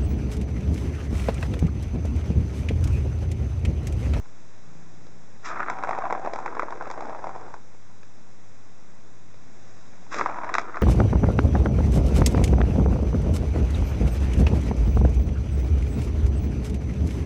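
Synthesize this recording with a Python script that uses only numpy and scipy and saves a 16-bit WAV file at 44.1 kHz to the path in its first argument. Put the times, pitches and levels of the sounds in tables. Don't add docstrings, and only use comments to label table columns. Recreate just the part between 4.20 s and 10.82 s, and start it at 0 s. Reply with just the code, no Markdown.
import sys
import numpy as np
from scipy import signal
from scipy.fft import rfft, irfft, next_fast_len
from scipy.io import wavfile
from scipy.ndimage import uniform_filter1d, map_coordinates

SR = 44100
rng = np.random.default_rng(int(sys.argv[2]) if len(sys.argv) > 2 else 0)


def generate_wav(sig):
    pcm = np.round(np.clip(np.atleast_2d(sig).T, -1, 1) * 32767).astype(np.int16)
    wavfile.write(sys.argv[1], SR, pcm)


def gain_from_db(level_db):
    decades = np.asarray(level_db, float) / 20
    return 10 ** decades


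N = 291942


def unit(x):
    return x / np.sqrt(np.mean(x ** 2) + 1e-20)


def along(points, hz):
    f, v = np.transpose(points)
    return np.interp(np.log(hz + 1), np.log(f + 1), v)


def curves(spans, rest):
    t = np.arange(N) / SR
    out = np.outer(rest, np.ones(N))
    for rows in spans:
        times, *columns = np.transpose(rows)
        inside = (t >= times[0]) & (t <= times[-1])
        out[:, inside] = [np.interp(t[inside], times, column) for column in columns]
    return out


def wobble(rate):
    knots = rng.standard_normal(int(N * rate / SR) + 4)
    return map_coordinates(knots, [np.arange(N) * rate / SR])


def filtered(x, response):
    m = next_fast_len(N + SR // 2)
    return irfft(rfft(x, m) * response(np.fft.rfftfreq(m, 1 / SR)), m)[..., :N]


def body(modes):
    def response(f):
        total = 0
        for k, (centre, width, db) in enumerate(modes):
            damping = 1j * f * width
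            total = total + (-1) ** k * gain_from_db(db) * damping / (centre * centre - f * f + damping)
        return total
    return response


def coloured(x, spectrum):
    return unit(filtered(x, lambda hz: gain_from_db(along(spectrum, hz))))


def bumps(per_second, spread_db):
    hit = rng.random(N) < per_second / SR
    size = gain_from_db(spread_db * np.clip(rng.standard_normal(N), -2, 2))
    return hit * size * rng.choice([-1, 1], N)


# (time [s], rolling level [dB], cavity pitch [Hz])
ROLL = [
    [(1.215, -63, 1160), (1.297, -36, 1180), (1.419, -31.5, 1150), (1.489, -35.5, 1180), (1.527, -35, 980),
     (1.667, -36.5, 880), (1.823, -33, 890), (2.1, -40, 765)],
    [(2.1, -41, 810), (2.426, -43.5, 1020), (2.466, -45, 954), (2.596, -44, 957), (2.918, -41, 716),
     (3.206, -44, 820), (3.352, -54, 915), (3.42, -57, 903)],
    [(5.89, -58.5, 1120), (5.974, -44, 1180), (6.092, -34, 960), (6.192, -38, 1000), (6.296, -35, 946),
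     (6.332, -37, 1160), (6.392, -39, 1060), (6.62, -40.5, 1160)],
]
# (frequency [Hz], width [Hz], level [dB])
SHELL = [(166, 29, -0.5), (444, 51, -12.5), (720, 134, 9), (950, 390, -16.5), (1310, 320, 5.5),
         (1730, 740, -5), (2060, 660, -12)]
CAVITY_STEPS = (620, 780, 980, 1240, 1560)
# (time [s], half length [s], gain [dB], pitch [Hz])
BOOMS = [
    (1.457, 0.099, 8.5, 318),
    (2.45, 0.39, 10, 450),
    (5.99, 0.06, 12, 403),
]
# (frequency [Hz], level [dB per Hz])
SKID = [(500, -11), (1200, 12), (2500, -0.5), (3800, -4), (5500, -5.5), (7200, -11.5), (8000, -16)]


def rolling():
    level_db, cavity_hz = curves(ROLL, [-120, 912])
    moving = uniform_filter1d(1. * (level_db > -100), size=2400)

    drum_db = -49 + 0.34 * (level_db.clip(-70) + 43) + 2.8 * wobble(6.5)
    usual_hz = 380
    drum_hz = usual_hz * np.exp(.06 * wobble(5.96))
    for s, half, db, hz in BOOMS:
        shove = np.exp(-((np.arange(N) / SR - s) / half) ** 2)
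        drum_db = drum_db + db * shove
        drum_hz = drum_hz + (hz - usual_hz) * shove

    def soft_touch(hz):
        return 1 / (1 + 1j * hz / 2400) ** 3 * (1j * hz / (90 + 1j * hz)) ** 2

    grit = bumps(1100, spread_db=3.5) * gain_from_db(1.6 * wobble(70))
    grit = filtered(grit, soft_touch)
    walls = unit(filtered(grit, body(SHELL)))
    cavity = hollow(grit, cavity_hz, CAVITY_STEPS, width=.14)
    drum = hollow(grit, drum_hz, (260, 340, 440, 560), width=.4)
    skid = coloured(bumps(5000, spread_db=4.5), SKID) * gain_from_db(1.6 * wobble(140))
    tube = 0.26 * walls + 0.55 * cavity
    return gain_from_db(level_db + 1) * tube + moving * gain_from_db(drum_db - 3.5) * drum + gain_from_db(skidding() + 12.0) * skid


def hollow(grit, pitch_hz, steps_hz, width):
    out = 0
    for hz in steps_hz:
        near = np.exp(-(np.log(pitch_hz / hz) / 0.2) ** 2)
        out = out + near * unit(filtered(grit, body([(hz, width * hz, 0)])))
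    return out


# (time [s], hold [s], level [dB], change as it grips [dB])
SLIDE = [
    (1.226, 0.039, -46, -10.5),
    (5.899, .068, -45.5, -5),
]


def skidding():
    attack_s, grip_s, fade_s = 0.026, 0.022, 0.094
    spans = []
    for s, hold_s, db, grip_db in SLIDE:
        times = s + np.cumsum([0, attack_s, hold_s, grip_s, fade_s])
        levels = db + np.array([-22, 0, 0, grip_db, -22])
        spans.append(list(zip(times, levels)))
    return curves(spans, [-120])[0]


# (frequency [Hz], width [Hz], level [dB])
SNAP = [(3180, 1600, 5.5), (5170, 2200, 7), (6600, 360, -21)]


def knocks():
    out, blows, snaps = np.zeros((3, N + SR))
    t = np.arange(SR // 20) / SR

    def dying(t60, rise):
        return gain_from_db(-60 * t / t60) * (1 - np.exp(-t / rise))

    def damped(hz, t60, rise):
        return np.sin(2 * np.pi * hz * t) * dying(t60, rise)

    for s, db, hz, edge_db, click_db in contacts():
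        z = rng.standard_normal(6).clip(-1.6, 1.6)
        noise = rng.standard_normal((2, len(t)))
        if db < -100:
            continue
        ring = damped(hz, 0.0098 * gain_from_db(1.3 * z[0]), 0.00069)
        ring = ring + .5 * damped(hz * (1.337 + 0.15 * z[1]), 0.013, 0.0019)
        lap = round((0.00438 + 0.00024 * z[2]) * SR)
        ring = ring + 0.14 * z[5] * np.roll(ring, lap)
        edge = damped(1850 + 130 * z[2], 0.0086, 0.0025) - 0.53 * damped(2350 + 130 * z[3], 0.0075, 0.001)
        edge = gain_from_db(edge_db + 0.5) * edge
        thud = gain_from_db(-23.5 + 0.97 * z[4]) * damped(400 + 70 * z[3], 0.015, 0.00083)
        click = noise[0] * (dying(0.0088, 0.00039) + .08 * dying(0.14, 0.00076))
        at = round((s - .0008) * SR)
        out[at:][:len(t)] -= gain_from_db(db + 8) * (ring + edge + thud)
        snaps[at:][:len(t)] += gain_from_db(db + click_db + 9.5) * click
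        blows[at:][:len(t)] += gain_from_db(db) * noise[1] * dying(0.041, 0.00072)

    cavity_hz = curves(ROLL, [-120, 906])[1]
    soft = filtered(blows[:N], lambda hz: 1 / (1 + 1j * hz / 2500) ** 3)
    shell = unit(filtered(soft, body(SHELL)))
    rattle = gain_from_db(-48) * hollow(soft, cavity_hz, CAVITY_STEPS, width=0.24) + gain_from_db(-52) * shell
    direct = filtered(out[:N], lambda hz: (1j * hz / (120 + 1j * hz)) ** 2)
    return direct + rattle + filtered(snaps[:N], body(SNAP))


# (time [s], peak level [dB], ring [Hz], hardness [dB])
KNOCKS_OUT = [(1.3031, -26, 1310, -26), (1.3597, -25.5, 1260, -29), (1.3752, -23, 1260, -39),
              (1.4038, -16, 1340, -33), (1.4209, -21, 1250, -38), (1.4298, -17.5, 1370, -34),
              (1.4847, -16, 1310, -38.5), (1.4998, -16, 980, -19), (1.587, -28.5, 810, -19),
              (1.627, -22.5, 720, -29), (1.6371, -14.5, 1050, -28), (1.6471, -19.5, 960, -27.5),
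              (1.6733, -19.5, 820, -30), (1.6924, -15, 730, -26), (1.7102, -14, 890, -26.5),
              (1.732, -19.5, 1210, -34.5), (1.7502, -21.5, 800, -31), (1.7786, -18.5, 930, -39.5),
              (1.8219, -21, 1120, -36), (1.8417, -21, 780, -37), (1.8546, -21, 767, -39),
              (1.9013, -21, 765, -32), (1.9078, -15.5, 1016, -33), (1.9262, -11, 810, -29.5),
              (1.9507, -19.5, 1040, -40.5), (1.9776, -22.5, 700, -41), (2.0212, -31.5, 720, -37),
              (2.0485, -20.5, 610, -31), (2.0613, -19.5, 700, -27.5), (2.0741, -16, 753, -44.5)]
# (time [s], peak level [dB], ring [Hz], hardness [dB])
KNOCKS_BACK = [(2.1357, -20.5, 550, -15), (2.1602, -20, 846, -23), (2.1885, -21.5, 885, -23.5),
               (2.2266, -29.5, 880, -26), (2.2611, -16.5, 874, -24.5), (2.279, -21.5, 1300, -39),
               (2.326, -26, 850, -37), (2.3697, -19.5, 960, -44.5), (2.3958, -12.5, 1194, -27.5),
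               (2.4228, -22.5, 1240, -27), (2.4318, -19.5, 610, -31), (2.4845, -23, 950, -39),
               (2.5064, -27, 754, -20), (2.5243, -22, 1020, -29), (2.611, -19.5, 1046, -41),
               (2.6739, -26.5, 595, -23), (2.702, -22.5, 1000, -21), (2.713, -25.5, 950, -12.5),
               (2.7772, -22, 710, -32), (2.8079, -23.5, 915, -19.5), (2.824, -24, 720, -31),
               (2.856, -27.5, 920, -23), (2.8959, -24, 666, -22), (2.932, -28, 980, -39),
               (2.949, -23.5, 920, -33), (2.9924, -28, 660, -27), (3.0425, -22.5, 910, -26.5),
               (3.0706, -20, 720, -28), (3.212, -32, 810, -21.5), (3.3408, -25.5, 940, -20.5)]
# (time [s], peak level [dB], ring [Hz], hardness [dB])
KNOCKS_LATE = [(5.9443, -25.5, 645, -5.5), (5.985, -25, 1230, -11), (5.996, -15.5, 1150, -33),
               (6.012, -10.5, 1180, -31), (6.0609, -10.5, 970, -35.5), (6.097, -19, 845, -32),
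               (6.1107, -27, 850, -25.5), (6.1601, -27.5, 960, -43), (6.1868, -21.5, 930, -33),
               (6.2355, -20, 994, -34), (6.245, -22.5, 1010, -20), (6.2921, -19.5, 1190, -26),
               (6.2967, -23, 1060, -28.5), (6.3412, -15.5, 1430, -11), (6.352, -11, 1170, -20),
               (6.3835, -10, 1180, -18.5), (6.395, -22.5, 1260, -15.5), (6.4156, -31, 1210, -14),
               (6.544, -26, 1280, -34), (6.5583, -25.5, 1220, -23), (6.571, -17, 1240, -30),
               (6.6122, -27.5, 1220, -23)]
# (time [s], peak level [dB], ring [Hz], edge [dB], click [dB])
TICKS = [
    (0.058, -42.5, 970, -6, -15),
    (0.868, -42, 495, -10, -8.5),
    (3.548, -43, 487, -8, -22),
    (3.699, -48.5, 471, -17, -17),
    (3.832, -45, 466, 7.5, -7),
    (5.143, -42, 456, -5, -15),
    (5.735, -48.5, 407, 6, -17),
    (5.828, -44.5, 570, -27, -14),
    (5.867, -40, 786, -3.5, -27),
]


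def contacts():
    ball = [tuple(row) for row in KNOCKS_OUT + KNOCKS_BACK + KNOCKS_LATE] + chatter()
    luck = rng.standard_normal(len(ball)).clip(-2, 2)
    rows = []
    for (s, db, hz, hard_db), z in zip(ball, luck):
        since_push_s = s - max(push[0] for push in SLIDE if push[0] < s)
        edge_db = -7 + 0.54 * (hard_db + 23) - 4 * (since_push_s - .6) - 2 * z
        rows.append((s, db, hz, edge_db, hard_db))
    return rows + list(TICKS)


def chatter():
    per_second = 44
    laps_s = [(1.29, 3.36), (5.95, 6.33)]
    s = np.concatenate([np.arange(a, b, 1 / per_second) for a, b in laps_s])
    z = rng.standard_normal((len(s), 3)).clip(-2, 2)
    s = s + rng.random(len(s)) / per_second
    at = (s * SR).astype(int).clip(0, N - 1)
    level_db, cavity_hz = curves(ROLL, [-120, 900])[:, at]
    blows = np.array([row[0] for row in KNOCKS_OUT + KNOCKS_BACK + KNOCKS_LATE])
    after_s = s[:, None] - blows
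    free = ~np.any((after_s < .006) & (-after_s < .014), axis=1)
    db = np.where(free, -33.5 + 0.21 * (level_db + 41.5) + 5.5 * z[:, 0], -120)
    return list(zip(s, db, cavity_hz * np.exp(.17 * z[:, 1]), -25 + 3 * z[:, 2]))


# (frequency [Hz], time to fall 60 dB [s])
ROOM = [(200, 0.9), (1000, 0.12), (3000, 0.25), (8000, 0.23)]


def room(x):
    hz, t, z = signal.stft(rng.standard_normal(SR // 2), SR, nperseg=256)
    decay = gain_from_db(-60 * t / along(ROOM, hz)[:, None])
    tail = signal.istft(z * decay, SR, nperseg=256)[1]
    return signal.fftconvolve(np.pad(x, (300, 0)), tail / np.linalg.norm(tail))[:N]


# (start [s], end [s], level [dB])
PURR = (0.445, 1.05, -52)
# (frequency [Hz], width [Hz], level [dB])
CHEST = [(159, 18, -1), (322, 49, -14), (480, 110, -21.5)]


def purr():
    start, end, db = PURR
    swell = [(start, db - 16), (start + 0.054, db), (end, db - 8), (end + 0.037, db - 18)]
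    level_db, = curves([swell], [-120])
    turns = 26.8 * (np.arange(N) / SR - .477) + 0.013 * wobble(16.0)
    pulses = np.diff(np.floor(turns), prepend=0).clip(0, 1)
    pulses = pulses * gain_from_db(0.74 * rng.standard_normal(N))
    return gain_from_db(level_db + 2.8) * unit(filtered(pulses, body(CHEST)))


# (frequency [Hz], level [dB per Hz])
AIR = [(25, -32.5), (45, -25.5), (70, -15), (88, -15), (120, -9), (165, -5), (350, -12.5), (1000, -16.5),
       (2300, -22), (3600, -23.5), (6000, -24), (7300, -27), (8000, -32.5)]
# (time [s], level [dB])
HISS = [(0, -61.5), (5.1, -62.5), (5.5, -59.5), (6.62, -62)]
# (frequency [Hz], level [dB rms])
WHINE = [(7797, -98), (7857, -92.5), (7887, -95), (7917, -81), (7947, -99)]


def background():
    t = np.arange(N) / SR
    hiss_db, = curves([HISS], [-66])
    air = gain_from_db(hiss_db + 9.0 + 0.27 * wobble(1.7)) * coloured(rng.standard_normal(N), AIR)
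    hum_hz = 100.2 + .9 * wobble(6)
    hum = gain_from_db(-56.5 + 1.3 * wobble(5)) * np.sin(2 * np.pi * np.cumsum(hum_hz) / SR)
    whine = sum(gain_from_db(db + 11.0) * np.sin(2 * np.pi * (hz * t + rng.random())) for hz, db in WHINE)
    return air + hum + whine


def scene():
    toy = rolling() + knocks()
    return (toy + gain_from_db(-16) * room(toy) + purr() + background())[None]


# (frequency [Hz], level [dB])
IMAGE = [(8000, 5), (8300, -12.5), (8600, -18), (8850, -29.5), (9050, -29), (9300, -60)]


def with_image(dry):
    camera_hz = 16000
    base = filtered(dry, lambda hz: hz < camera_hz / 2)
    mirror = 2 * base * np.cos(2 * np.pi * camera_hz * np.arange(N) / SR)
    return base + filtered(mirror, lambda hz: gain_from_db(along(IMAGE, hz)) * (hz > camera_hz / 2))


# (frequency [Hz], width [Hz])
NOTCHES = [(3004, 940), (4403, 1090), (8000, 630)]


def notch(f):
    out = 1
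    for centre, width in NOTCHES:
        gap = centre * centre - f * f
        out = out * (gap + .04j * f * width) / (gap + 1j * f * width)
    return out


def band_limit(x):
    return signal.sosfilt(signal.butter(12, 8860, fs=SR, output="sos"), x)


def record(dry):
    mix = filtered(with_image(dry), notch) - .0343
    return band_limit(mix)


dry = scene()
out = record(dry)
generate_wav(out)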